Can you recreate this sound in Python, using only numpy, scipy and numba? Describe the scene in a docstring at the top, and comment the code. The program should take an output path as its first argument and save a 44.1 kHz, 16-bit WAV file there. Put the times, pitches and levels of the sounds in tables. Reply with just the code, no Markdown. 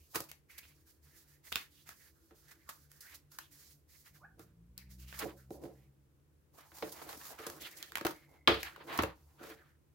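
"""Handling a paper planner

Fingers work down the disc binding of a planner on a wooden desk; a page is flipped, the book is lifted and set down.
Rubbing skin and paper is grainy noise; clicks and knocks are fading bursts of ticks, and desk tones ring below.
Short scrapes swell and die, a fingertip squeaks once on sliding tones, and a faint whistle is a narrow fluttering band.
An engine drones by outside as a few low tones, over wavering house hum and steady air noise.
A small room answers the hands with fading noise echoes."""
import sys
import numpy as np
from scipy import signal
from scipy.fft import rfft, irfft
from scipy.io import wavfile
from scipy.ndimage import uniform_filter1d
from numba import njit

SR = 44100
rng = np.random.default_rng(int(sys.argv[2]) if len(sys.argv) > 2 else 0)


def log_audio(samples):
    """Write samples as a 16-bit WAV file to the path given in sys.argv[1]."""
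    # one column per channel
    frames = np.atleast_2d(samples).T
    # limit to full scale, then quantise
    limited = np.clip(frames, -1, 1)
    pcm = np.round(limited * 32767).astype(np.int16)
    wavfile.write(sys.argv[1], SR, pcm)


def voltage_ratio(level):
    """Linear amplitude factor for a level in decibels (scalar or array-like)."""
    return 10 ** (np.asarray(level, float) / 20)


N = 438354
T = np.arange(N) / SR  # time in seconds
SIDES = np.array([[.5], [-.5]])  # left, right

# Colour of the room air and microphone hiss, relative levels: pitch_hz, level_db (per Hz)
AIR_COLOUR = [(25, -38.5), (45, -10), (75, -6.5), (170, -18.5), (300, -18.5), (450, -18.5), (700, -29.5),
              (1100, -29.5), (4000, -39), (9000, -39), (15700, -37.5)]
# Tones of the appliance hum, before they waver: pitch_hz, level_db
HUM_TONES = [(75.4, -75), (145.3, -74.5), (290.7, -86.5), (328.4, -84)]
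# Engine outside, before the walls: time_s, firing_rate_hz, level_db
ENGINE_PATH = [(4.1, 48.98, -74.5), (5.06, 65.4, -61.5), (6.199, 68.9, -76.5)]
# What the house walls let through: pitch_hz, gain_db
WALL_GAIN = [(45, 0), (65, 6.5), (100, 0), (150, 5), (200, -3.5), (260, -20)]
# How long room echoes take to fade by 60 dB: pitch_hz, fade_s
ECHO_FADE = [(200, 0.22), (1000, 0.21), (4000, 0.21), (12000, 0.22)]
# Where the hands work: time_s, left_minus_right_db
HAND_PAN = [(0.0, -2.5), (1.96, -4.5), (9.94, -1)]
# Ringing tones of the desk under a knock, relative levels: pitch_hz, level_db, fade_s (to -60 dB)
DESK_TONES = [(130, -12.5, 0.09), (183, -12, .12), (319.6, 4, 0.061), (361, 0, 0.075), (442.5, -3, 0.11),
              (562, 2, 0.033), (751, -1.5, 0.032), (1024, -12, 0.022)]
# Booming tones of the desk top as a whole, relative levels: pitch_hz, level_db, fade_s (to -60 dB)
BOOM_TONES = [(64.3, -1, 0.38), (93, 7.5, 0.31), (116, -2, 0.49)]
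# The whole book meets the desk: start_s, level_db, push_ms (from start to strongest push)
BOOK_LANDINGS = [(8.492, -46.5, 14), (8.982, -46.5, 13.4)]
# Colour of the paper body in a burst, relative levels: pitch_hz, level_db (per Hz)
BODY_COLOUR = [(400, -7.5), (900, -5), (2000, -5), (4200, -8), (5500, -16), (8000, -29.5)]
# Colour of rubbed paper, relative levels: pitch_hz, level_db (per Hz)
RUSTLE_COLOUR = [(400, -9), (900, -6.5), (1800, -6), (2600, -7.5), (4500, -9.5), (7000, -32)]
# Colour of the crisp top and the hiss, relative levels: pitch_hz, level_db (per Hz)
CRISP_COLOUR = [(2200, -17), (4600, -0.5), (6900, -1), (8600, -5), (12500, 0.5), (15700, -1)]
# Thin whistle while the book is lifted: time_s, pitch_hz, level_db
WHISTLE_PATH = [(8.14, 2150, -69), (8.3, 2130, -77), (8.41, 2110, -73.5), (8.46, 2100, -79)]
# Fingertip squeak, before it wavers: time_s, slip_rate_hz, level_db
SQUEAK_PATH = [(4.18, 330, -84), (4.225, 610, -67), (4.254, 820, -54), (4.275, 790, -66), (4.35, 760, -84)]
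# Short scrapes: start_s, body_db, crisp_db (relative to body), pitch_hz (of body), length_ms
SCRAPE_EVENTS = [(0.2863, -54, -1, 2450, 36), (0.495, -59, -9, 2110, 20), (0.579, -47.5, 1.5, 2200, 27),
                 (1.466, -52.5, -15.5, 2040, 36), (1.871, -62, 3, 1160, 100), (2.478, -60, -2.5, 1740, 61),
                 (2.5074, -54, -4.5, 1730, 45), (3.1428, -54.5, 4, 4000, 34),
                 (5.1887, -41.5, 4.5, 2110, 21), (7.2514, -43.5, -5, 1150, 15.4),
                 (7.311, -50, -20, 1550, 30), (7.605, -59, 7, 3120, 30)]
# Strokes of skin and pages: full_strength_s, hold_s, rustle_db, hiss_db, pitch_hz (of rustle)
STROKE_EVENTS = [(0.0, 0.07, -82, -69, 2877), (0.115, 0.032, -76.5, -60.5, 1160),
                 (0.158, 0.022, -48, -47, 900), (0.18, .01, -63, -71, 1940),
                 (0.508, 0.044, -67, -63.5, 2135), (0.583, .11, -68.5, -63.5, 2390),
                 (0.755, 0.059, -86, -71.5, 1770), (0.876, 0.029, -76, -63, 1674),
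                 (1.039, 0.11, -80, -68, 1717), (1.166, 0.05, -72.5, -61.5, 1706),
                 (1.287, 0.051, -76, -66, 1914), (1.455, 0.12, -68, -57.5, 1998),
                 (1.571, 0.031, -57.5, -55, 1870), (1.724, .1, -71, -67.5, 3444),
                 (1.874, 0.038, -62, -59.5, 1750), (1.968, 0.11, -71.5, -64.5, 1740),
                 (2.147, 0.15, -84.5, -74.5, 1444), (2.36, 0.098, -79.5, -67, 1435),
                 (2.483, 0.07, -68, -69.5, 1696), (2.594, 0.086, -74, -73.5, 1758),
                 (2.686, 0.046, -65, -62.5, 1130), (2.757, 0.08, -75.5, -67.5, 1640),
                 (2.912, 0.076, -73.5, -66.5, 1623), (3.028, 0.12, -64.5, -61, 1816),
                 (3.323, 0.04, -72, -62.5, 1580), (3.411, 0.045, -69, -68, 2953),
                 (3.524, 0.092, -74.5, -60, 1862), (3.602, 0.12, -81, -60.5, 1900),
                 (3.9, 0.11, -77, -63.5, 1970), (4.061, 0.0083, -66, -61, 1823),
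                 (4.146, 0.026, -75, -65.5, 1780), (4.4, 0.025, -67.5, -68.5, 1408),
                 (4.79, 0.0051, -65.5, -67, 2019), (4.914, 0.0038, -75.5, -58.5, 2010),
                 (4.999, 0.032, -68.5, -59.5, 2527), (5.089, 0.023, -61, -57, 2580),
                 (5.144, 0.041, -54, -55, 1880), (5.186, 0.052, -47, -52.5, 1101),
                 (5.296, 0.041, -70, -71, 871), (5.38, 0.025, -71, -65.5, 1500),
                 (5.521, 0.03, -66.5, -62.5, 860), (5.627, .04, -66, -66, 915),
                 (5.735, 0.11, -86, -77.5, 2028), (6.548, 0.043, -72, -66, 988),
                 (6.584, 0.03, -62, -67.5, 1028), (6.651, 0.074, -70.5, -68, 942),
                 (6.751, 0.074, -61, -56.5, 900), (6.846, 0.099, -55.5, -55.5, 864),
                 (6.966, 0.086, -55, -56.5, 892), (7.082, 0.072, -56, -56, 800),
                 (7.197, 0.082, -55.5, -56, 1072), (7.298, 0.038, -58, -61, 800),
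                 (7.395, 0.075, -60, -58.5, 1300), (7.489, 0.078, -59.5, -59, 1168),
                 (7.615, 0.045, -55.5, -54.5, 3144), (7.687, 0.16, -61.5, -63.5, 1912),
                 (7.772, 0.0075, -74, -53, 3000), (7.865, 0.06, -72, -65.5, 3357),
                 (7.958, 0.041, -61.5, -75, 2325), (8.071, 0.033, -64, -58, 996),
                 (8.159, 0.078, -70.5, -71.5, 2004), (8.293, .07, -66, -77, 800),
                 (8.506, 0.072, -38, -61, 3000), (8.601, 0.074, -52, -59, 1883),
                 (8.659, 0.068, -54.5, -68, 1500), (8.781, 0.076, -58, -72, 955),
                 (8.857, .02, -59, -67, 817), (8.881, 0.021, -48.5, -59.5, 988),
                 (8.929, 0.049, -42.5, -52.5, 1002), (9.001, 0.033, -41, -70, 872),
                 (9.161, 0.36, -75.5, -76, 848), (9.401, 0.026, -63.5, -70, 1395),
                 (9.433, 0.081, -55, -61, 1425), (9.564, 0.14, -69, -79.5, 1541)]
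# The book flexes on the desk: full_strength_s, hold_s, level_db
FLEX_EVENTS = [(0.175, 0.015, -60), (4.388, 0.022, -66.5), (5.237, 0.023, -45.5), (5.521, 0.09, -56.5),
               (5.637, .02, -48.5), (6.545, .02, -72.5), (6.842, 0.01, -50), (6.982, 0.19, -64),
               (7.46, 0.18, -59), (7.62, 0.48, -70.5), (8.064, 0.067, -59.5), (8.293, 0.063, -69.5),
               (8.51, 0.0073, -36), (8.751, 0.18, -67), (8.859, 0.12, -56), (8.97, 0.03, -53),
               (9.417, 0.081, -53.5)]
# Discs and page edges click: start_s, body_db, crisp_db (relative to body), pitch_hz, fade_ms (to -20 dB)
CLICK_EVENTS = [(0.3144, -39, -7, 2200, 6.7), (0.6513, -53.5, -26, 2750, 12),
                (1.52, -30.5, -7.5, 1500, 5.6), (1.5247, -24.5, -8, 3530, 4.2),
                (1.5566, -18.5, -8.5, 3420, 4.5), (1.565, -33.5, -10.5, 1360, 12),
                (1.8899, -37.5, -3.5, 1380, 5.8), (2.3078, -63, -11, 1500, 8.1),
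                (2.690, -38.5, -3, 1190, 21.4), (2.916, -56, 4.5, 1700, 4.6), (3.006, -70, 21, 1680, 33),
                (3.151, -57, 10, 4500, 2.6), (3.3167, -57.5, 2.5, 1170, 16),
                (3.3864, -34.5, -1.5, 1410, 6.6), (4.778, -40.5, 6, 4530, 3.4),
                (5.126, -37, -16, 1580, 5.5), (6.8242, -30.5, -26, 740, 14), (7.016, -40, -17, 750, 24),
                (7.0903, -41, -7, 785, 64), (7.128, -39, -11, 890, 9.4), (7.213, -45, -7.5, 1200, 8.2),
                (7.303, -42, -11.5, 700, 13), (7.3875, -42.5, -8.5, 1500, 9.3),
                (7.6184, -44.5, -2, 2500, 13.6), (7.8266, -33, -5.5, 3500, 4.7),
                (7.92, -31, -10, 1300, 2.5), (7.9545, -23, -7.5, 1980, 5.7),
                (7.9715, -26.5, -7.5, 940, 5.6), (7.9821, -28.5, -11, 1040, 4.5),
                (8.0659, -23, -10, 1150, 9.3), (8.1077, -37.5, -8, 985, 14),
                (8.4746, -11.5, -26.5, 3380, 12.8), (8.63, -29, -4, 2000, 7.5),
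                (8.761, -40, -14, 1030, 6.6), (8.976, -44, 13.5, 3000, 3.8)]
# Pages knock on the desk: start_s, body_db, thud_db and crisp_db (relative to body), fade_ms (to -20 dB)
KNOCK_EVENTS = [(0.1451, -40, -17, -12, 43), (0.156, -25.5, -12.5, -3.5, 10),
                (0.2035, -34.5, -10.5, 1.5, 6.2), (2.3082, -62.5, 4, -29, 45), (4.3936, -51, 1.5, -2, 9.7),
                (5.2228, -37, -8, -16, 7.3), (5.2631, -45.5, 10.5, -14, 2.6),
                (5.5055, -53.5, 17.5, -0.5, 8.6), (5.6361, -53.5, 11, -4, 20),
                (5.6528, -53.5, 10.5, -15.5, 18), (6.7172, -51, -13, -24, 19), (6.8234, -45, 10.5, -19, 25),
                (7.392, -54, 6.5, -25, 38), (7.4656, -36.5, -6, -3, 19), (7.499, -38.5, -4.5, -1, 7.3),
                (8.0106, -31, -4, -14.5, 6.3), (8.0493, -25, -2.5, -10.5, 17), (8.478, -21, -5, -32, 66),
                (8.989, -17, -7, -37, 13.5), (9.022, -43.5, 6, 7, 13), (9.034, -22, -2.5, -17, 7.5)]


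def unit(x):
    """Scale to an average strength (rms) of 1."""
    return x / np.sqrt(np.mean(x ** 2))


def shape(points, size=1024):
    """Build a filter with the colour of (Hz, dB) points and energy 1; it responds only after its input."""
    hz, db = np.transpose(points)
    bin_hz = np.arange(size + 1) * SR / 2 / size
    log_gain = np.interp(np.log(bin_hz + 1), np.log(hz), db) * np.log(10) / 20
    # folding the second half onto the first makes the filter minimum-phase
    fold = irfft(log_gain)
    fold[1:size] *= 2
    fold[size + 1:] = 0
    response = irfft(np.exp(rfft(fold)))[:size]
    return response / np.sqrt(np.sum(response ** 2))


def through(x, response):
    """Pass a sound through a filter by convolving along time."""
    return signal.oaconvolve(np.atleast_2d(x), np.atleast_2d(response), axes=1)[:, :N]


def gain(s, db):
    """Turn a dB curve into a gain, practically silent outside it."""
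    return voltage_ratio(np.interp(T, s, db, left=-150, right=-150))


def walk(rate):
    """Smooth random drift that turns about rate times a second, with spread 1."""
    steps = np.repeat(rng.standard_normal(int(N / SR * rate) + 2), 8)
    coarse = uniform_filter1d(uniform_filter1d(steps, 8), 8)
    return np.interp(T * rate * 8, np.arange(len(coarse)), unit(coarse))


def pair(alike, grain_db=0.):
    """Noise for two channels, partly shared; grain makes a few samples stand out as ticks."""
    mid, side = rng.standard_normal((2, N))
    ticks = voltage_ratio(grain_db * rng.exponential(size=N))
    return unit(ticks * (np.sqrt(1 + alike) * mid + np.sqrt(1 - alike) * 2 * SIDES * side))


@njit
def svf(x, g, sharp):
    """Band-pass whose centre, given as tan(pi Hz / SR), moves every sample; gain 1 at the centre."""
    y = np.empty_like(x)
    for c in range(x.shape[0]):
        band, low = 0., 0.
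        for i in range(x.shape[1]):
            v = (band + g[i] * (x[c, i] - low)) / (1 + g[i] * (g[i] + 1 / sharp))
            band = 2 * v - band
            low = low + 2 * g[i] * v
            y[c, i] = v / sharp
    return y


def ring(modes):
    """Response of several fading tones to one knock, energy 1."""
    t = T[:SR // 3]
    out = np.zeros(len(t))
    for k, (hz, db, fade_s) in enumerate(modes):
        out += (-1) ** k * voltage_ratio(db) * np.sin(2 * np.pi * hz * t) * 1000 ** (-t / fade_s)
    return out / np.sqrt(np.sum(out ** 2))


def bursts(rows, form, sharp):
    """Bursts of paper body and crisp top; the bent sheet favours its own pitch."""
    push, t = np.zeros((2, N + SR)), T[:SR // 3]
    for s, db, *_, crisp_db, _, ms in rows:
        start = int(s * SR)
        levels = voltage_ratio(db + np.array([[-3], [crisp_db + 0.5]]))
        push[:, start:start + len(t)] += levels * form(t, max(ms, 1) / 1000)
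    rows = np.array(rows)
    # the pitch is that of the latest burst
    latest = np.clip(np.searchsorted(rows[:, 0], T) - 1, 0, None)
    hz = rows[latest, -2]
    body, crisp = pair(.25, 2.0), pair(.3, 2.7)
    body = through(push[0, :N] * body, shape(BODY_COLOUR))
    pitched = svf(body, np.tan(np.pi * hz / SR), sharp)
    body = voltage_ratio(-8.5) * body + voltage_ratio(2.5) * pitched
    return body + through(push[1, :N] * crisp, shape(CRISP_COLOUR))


def swells(s, hold, rise_db_s, fall_db_s):
    """dB of each gesture every ms: a rise that is steepest at first contact, hold at 0, steady fall."""
    contact_s = 0.015  # the rise is twice as quick, on average, from this far ahead
    t = T[::SR // 1000]
    early = np.maximum(s[:, None] - t, 0)
    rise = -early * rise_db_s * (1 + early / contact_s)
    fall = ((s + hold)[:, None] - t) * fall_db_s
    return np.minimum(0, np.minimum(rise, fall))


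def summed(form_db, db):
    """Gain of all gestures together; their powers add."""
    power = np.sum(voltage_ratio(2 * (form_db + db[:, None])), axis=0)
    return np.interp(T, T[::SR // 1000], np.sqrt(power))


def house():
    """Unsteady appliance hum over room air and microphone hiss; only the bass is shared by both channels."""
    phase = 2 * np.pi * np.cumsum(1 + 0.0051 * walk(30)) / SR
    hum = sum(voltage_ratio(db + 5.7 * walk(22)) * np.sin(hz * phase) for hz, db in HUM_TONES)
    low = signal.butter(1, 400, fs=SR, output="sos")
    shared, own = pair(1), pair(0)
    air = signal.sosfilt(low, shared) + own - 0.12 * signal.sosfilt(low, own)
    air = unit(through(air, shape(AIR_COLOUR, size=4096)))
    return hum + voltage_ratio(-71.5) * air


def engine():
    """Only the lowest firing orders come through the walls, each swelling and breaking up on its own."""
    s, hz, db = np.transpose(ENGINE_PATH)
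    hz = np.interp(T, s, hz) * (1 + .02 * walk(14))
    phase = 2 * np.pi * np.cumsum(hz) / SR
    tones = np.zeros(N)
    for k in range(1, 5):
        wall_db = np.interp(k * hz, *np.transpose(WALL_GAIN))
        tones += voltage_ratio(wall_db + 3.2 * walk(22)) * np.sin(k * phase)
    return gain(s, db) * tones


def room(x):
    """Diffuse echoes after a short gap, each octave fading at its own rate; bass reaches both channels alike."""
    t, (centre, fade_s) = T[:SR // 3], np.transpose(ECHO_FADE)
    tail = 0
    for hz in 125 * 2. ** np.arange(7):
        mid, side = rng.standard_normal((2, len(t)))
        noise = mid + min(hz / 900, 1) * 2 * SIDES * side
        # the top band reaches a little higher than an octave
        edges = [hz / np.sqrt(2), hz * np.sqrt(2) * (1.4 if hz > 7000 else 1)]
        band = signal.sosfilt(signal.butter(2, edges, "band", fs=SR, output="sos"), noise)
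        fade = 1000 ** (-t / np.interp(np.log(hz), np.log(centre), fade_s))
        tail = tail + unit(band) * np.sqrt(hz) * fade
    tail = tail * np.clip((t - .003) / 0.0019, 0, 1)  # 3 ms gap, then a quick rise
    return voltage_ratio(-8.5) * through(x, tail / np.sqrt(np.sum(tail ** 2) / 2))


def landings():
    """A soft, broad push from the whole book sets the desk top booming."""
    push = sum(voltage_ratio(db) * np.exp(-((T - s) * 1000 / ms - 1) ** 2 * 8) for s, db, ms in BOOK_LANDINGS)
    return through(push, ring(BOOM_TONES))


def whistle():
    """A sliding tone times a quick random drift gives a narrow fluttering band."""
    s, hz, db = np.transpose(WHISTLE_PATH)
    tone = np.sin(2 * np.pi * np.cumsum(np.interp(T, s, hz)) / SR)
    return unit(walk(360) * tone) * gain(s, db)


def squeak():
    """Skin sticks and slips unevenly, speeding up and then easing; the octave is the loudest part."""
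    s, hz, db = np.transpose(SQUEAK_PATH)
    phase = 2 * np.pi * np.cumsum(np.interp(T, s, hz) * (1 + .07 * walk(260))) / SR
    tone = voltage_ratio(-7) * np.sin(phase) + np.sin(2 * phase)
    tone += voltage_ratio(-13.5) * np.sin(3 * phase / 2) + voltage_ratio(-25) * np.sin(3 * phase)
    return unit(tone) * gain(s, db) * voltage_ratio(2.8 * walk(150))


def scrapes():
    """A nail or page edge drags for a moment: no blow, a rounded swell."""
    def swell(t, length):
        return np.sin(np.pi * np.minimum(t / length, 1) ** 0.47) ** 2
    return bursts(SCRAPE_EVENTS, swell, 5.7)


def hits():
    """Each snap is a sudden, fading burst of ticks; it also gives the desk a push and a rattle."""
    click_thud_db, knock_hz = -33.5, 1200  # clicks hardly move the desk; knocks share one pitch
    clicks = [(s, db, click_thud_db, crisp_db, hz, ms) for s, db, crisp_db, hz, ms in CLICK_EVENTS]
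    knocks = [(s, db, thud_db, crisp_db, knock_hz, ms) for s, db, thud_db, crisp_db, ms in KNOCK_EVENTS]
    rows = sorted(clicks + knocks)
    push, t = np.zeros((2, N + SR)), T[:SR // 3]
    soft = voltage_ratio(-4) * np.exp(-t / .0007)
    for s, db, thud_db, _, _, fade_ms in rows:
        start = int(s * SR)
        rattle = 1000 ** (-t * 1000 / (3 * max(fade_ms, 1)))
        push[:, start:start + len(t)] += voltage_ratio(db + thud_db) * np.array([soft, rattle])
    thud = through(push[0, :N] + push[1, :N] * pair(.9), ring(DESK_TONES))

    def snap(t, fade):
        rise = 1 - np.exp(-t / 0.0008)
        crack = 1 + np.exp(-t / .0015)  # the first ticks are the hardest
        return rise * 1000 ** (-t / (3 * fade)) * crack
    return thud + bursts(rows, snap, 2.18)


def rubbing():
    """Friction of skin on paper, each stroke with its own pitch; parts of the spectrum flicker on their own."""
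    s, hold, rustle_db, hiss_db, hz = np.transpose(STROKE_EVENTS)
    form_db = swells(s, hold, rise_db_s=349.5, fall_db_s=233)
    rustle_gain, hiss_gain = summed(form_db, rustle_db), summed(form_db, hiss_db)
    loudest = np.repeat(np.argmax(form_db + rustle_db[:, None], axis=0), SR // 1000)[:N]

    # pages worked hard buckle in small sudden creases of a few ms
    creases = (rng.random(N) < 70 / SR) * np.minimum(rng.exponential(size=N), 1.2)
    creases = creases * np.clip(rustle_gain * voltage_ratio(60), 0, 1)
    catch = walk(50) + 5 * signal.lfilter([1], [1, -np.exp(-1 / (.006 * SR))], creases)

    rustle, hiss = pair(.4, 1.6), pair(.2, 1.2)
    rustle = through(rustle, shape(RUSTLE_COLOUR))
    # each stroke's pitch wavers
    pitch_hz = uniform_filter1d(hz[loudest], size=SR // 250) * 2 ** (.1 * walk(40))
    centre = np.tan(np.pi * pitch_hz / SR)
    voiced = unit(svf(svf(rustle, centre, 2.4), centre, 2.4) * voltage_ratio(4.5 * walk(35)))
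    broad = unit(svf(rustle, centre, .75) * voltage_ratio(4 * walk(40)))
    share = np.clip(rustle_gain * voltage_ratio(58), .55, .9)  # a light touch favours its pitch, a heavy one is broad
    rustle = (np.sqrt(share) * broad + np.sqrt(1 - share) * voiced) * voltage_ratio(0.32 * catch)

    # each crease also rings for a moment at a wandering pitch
    crinkle = svf(through(creases * pair(.4), np.hanning(90)), centre * 2 ** (.7 * walk(40)), 4.0)
    crinkle = crinkle / np.std(crinkle[:, creases > 0])
    rustle = (rustle + voltage_ratio(-20) * crinkle) * rustle_gain

    hiss = through(hiss, shape(CRISP_COLOUR))
    dull = signal.sosfilt(signal.butter(2, 8000, fs=SR, output="sos"), hiss)
    bright = hiss - dull
    hiss = dull * voltage_ratio(1.0 * walk(54)) + bright * voltage_ratio(0.5 * walk(13))
    hiss = hiss * hiss_gain * voltage_ratio(1.0 * catch)

    # the flexing book stirs the desk tones
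    s, hold, db = np.transpose(FLEX_EVENTS)
    flex_gain = summed(swells(s, hold, rise_db_s=247, fall_db_s=172.5), db)
    bend = through(pair(.7, 1.6), ring(DESK_TONES)) * flex_gain * voltage_ratio(2.5 * walk(30))
    return rustle + hiss + bend


def scene():
    """Hands and book close by, with the room behind them and the house around."""
    knocks = hits() + squeak()
    drags = scrapes()
    pan = voltage_ratio(np.interp(T, *np.transpose(HAND_PAN)) * SIDES)
    near = (knocks + drags + rubbing() + whistle()) * pan
    return near + room(knocks + 0.32 * drags) + landings() + engine() + house()


def band_limit(x):
    """A steep low-pass at the top of the band."""
    return signal.sosfilt(signal.butter(12, 16820, fs=SR, output="sos"), x)


def record(dry):
    """The microphone drops the deepest bass and the recorder cuts the top."""
    dry = signal.sosfilt(signal.butter(4, 42, "high", fs=SR, output="sos"), dry)
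    mix = signal.sosfilt(signal.ellip(6, .2, 35, 15900, fs=SR, output="sos"), dry)
    return band_limit(mix)


dry = scene()
out = record(dry)
log_audio(out)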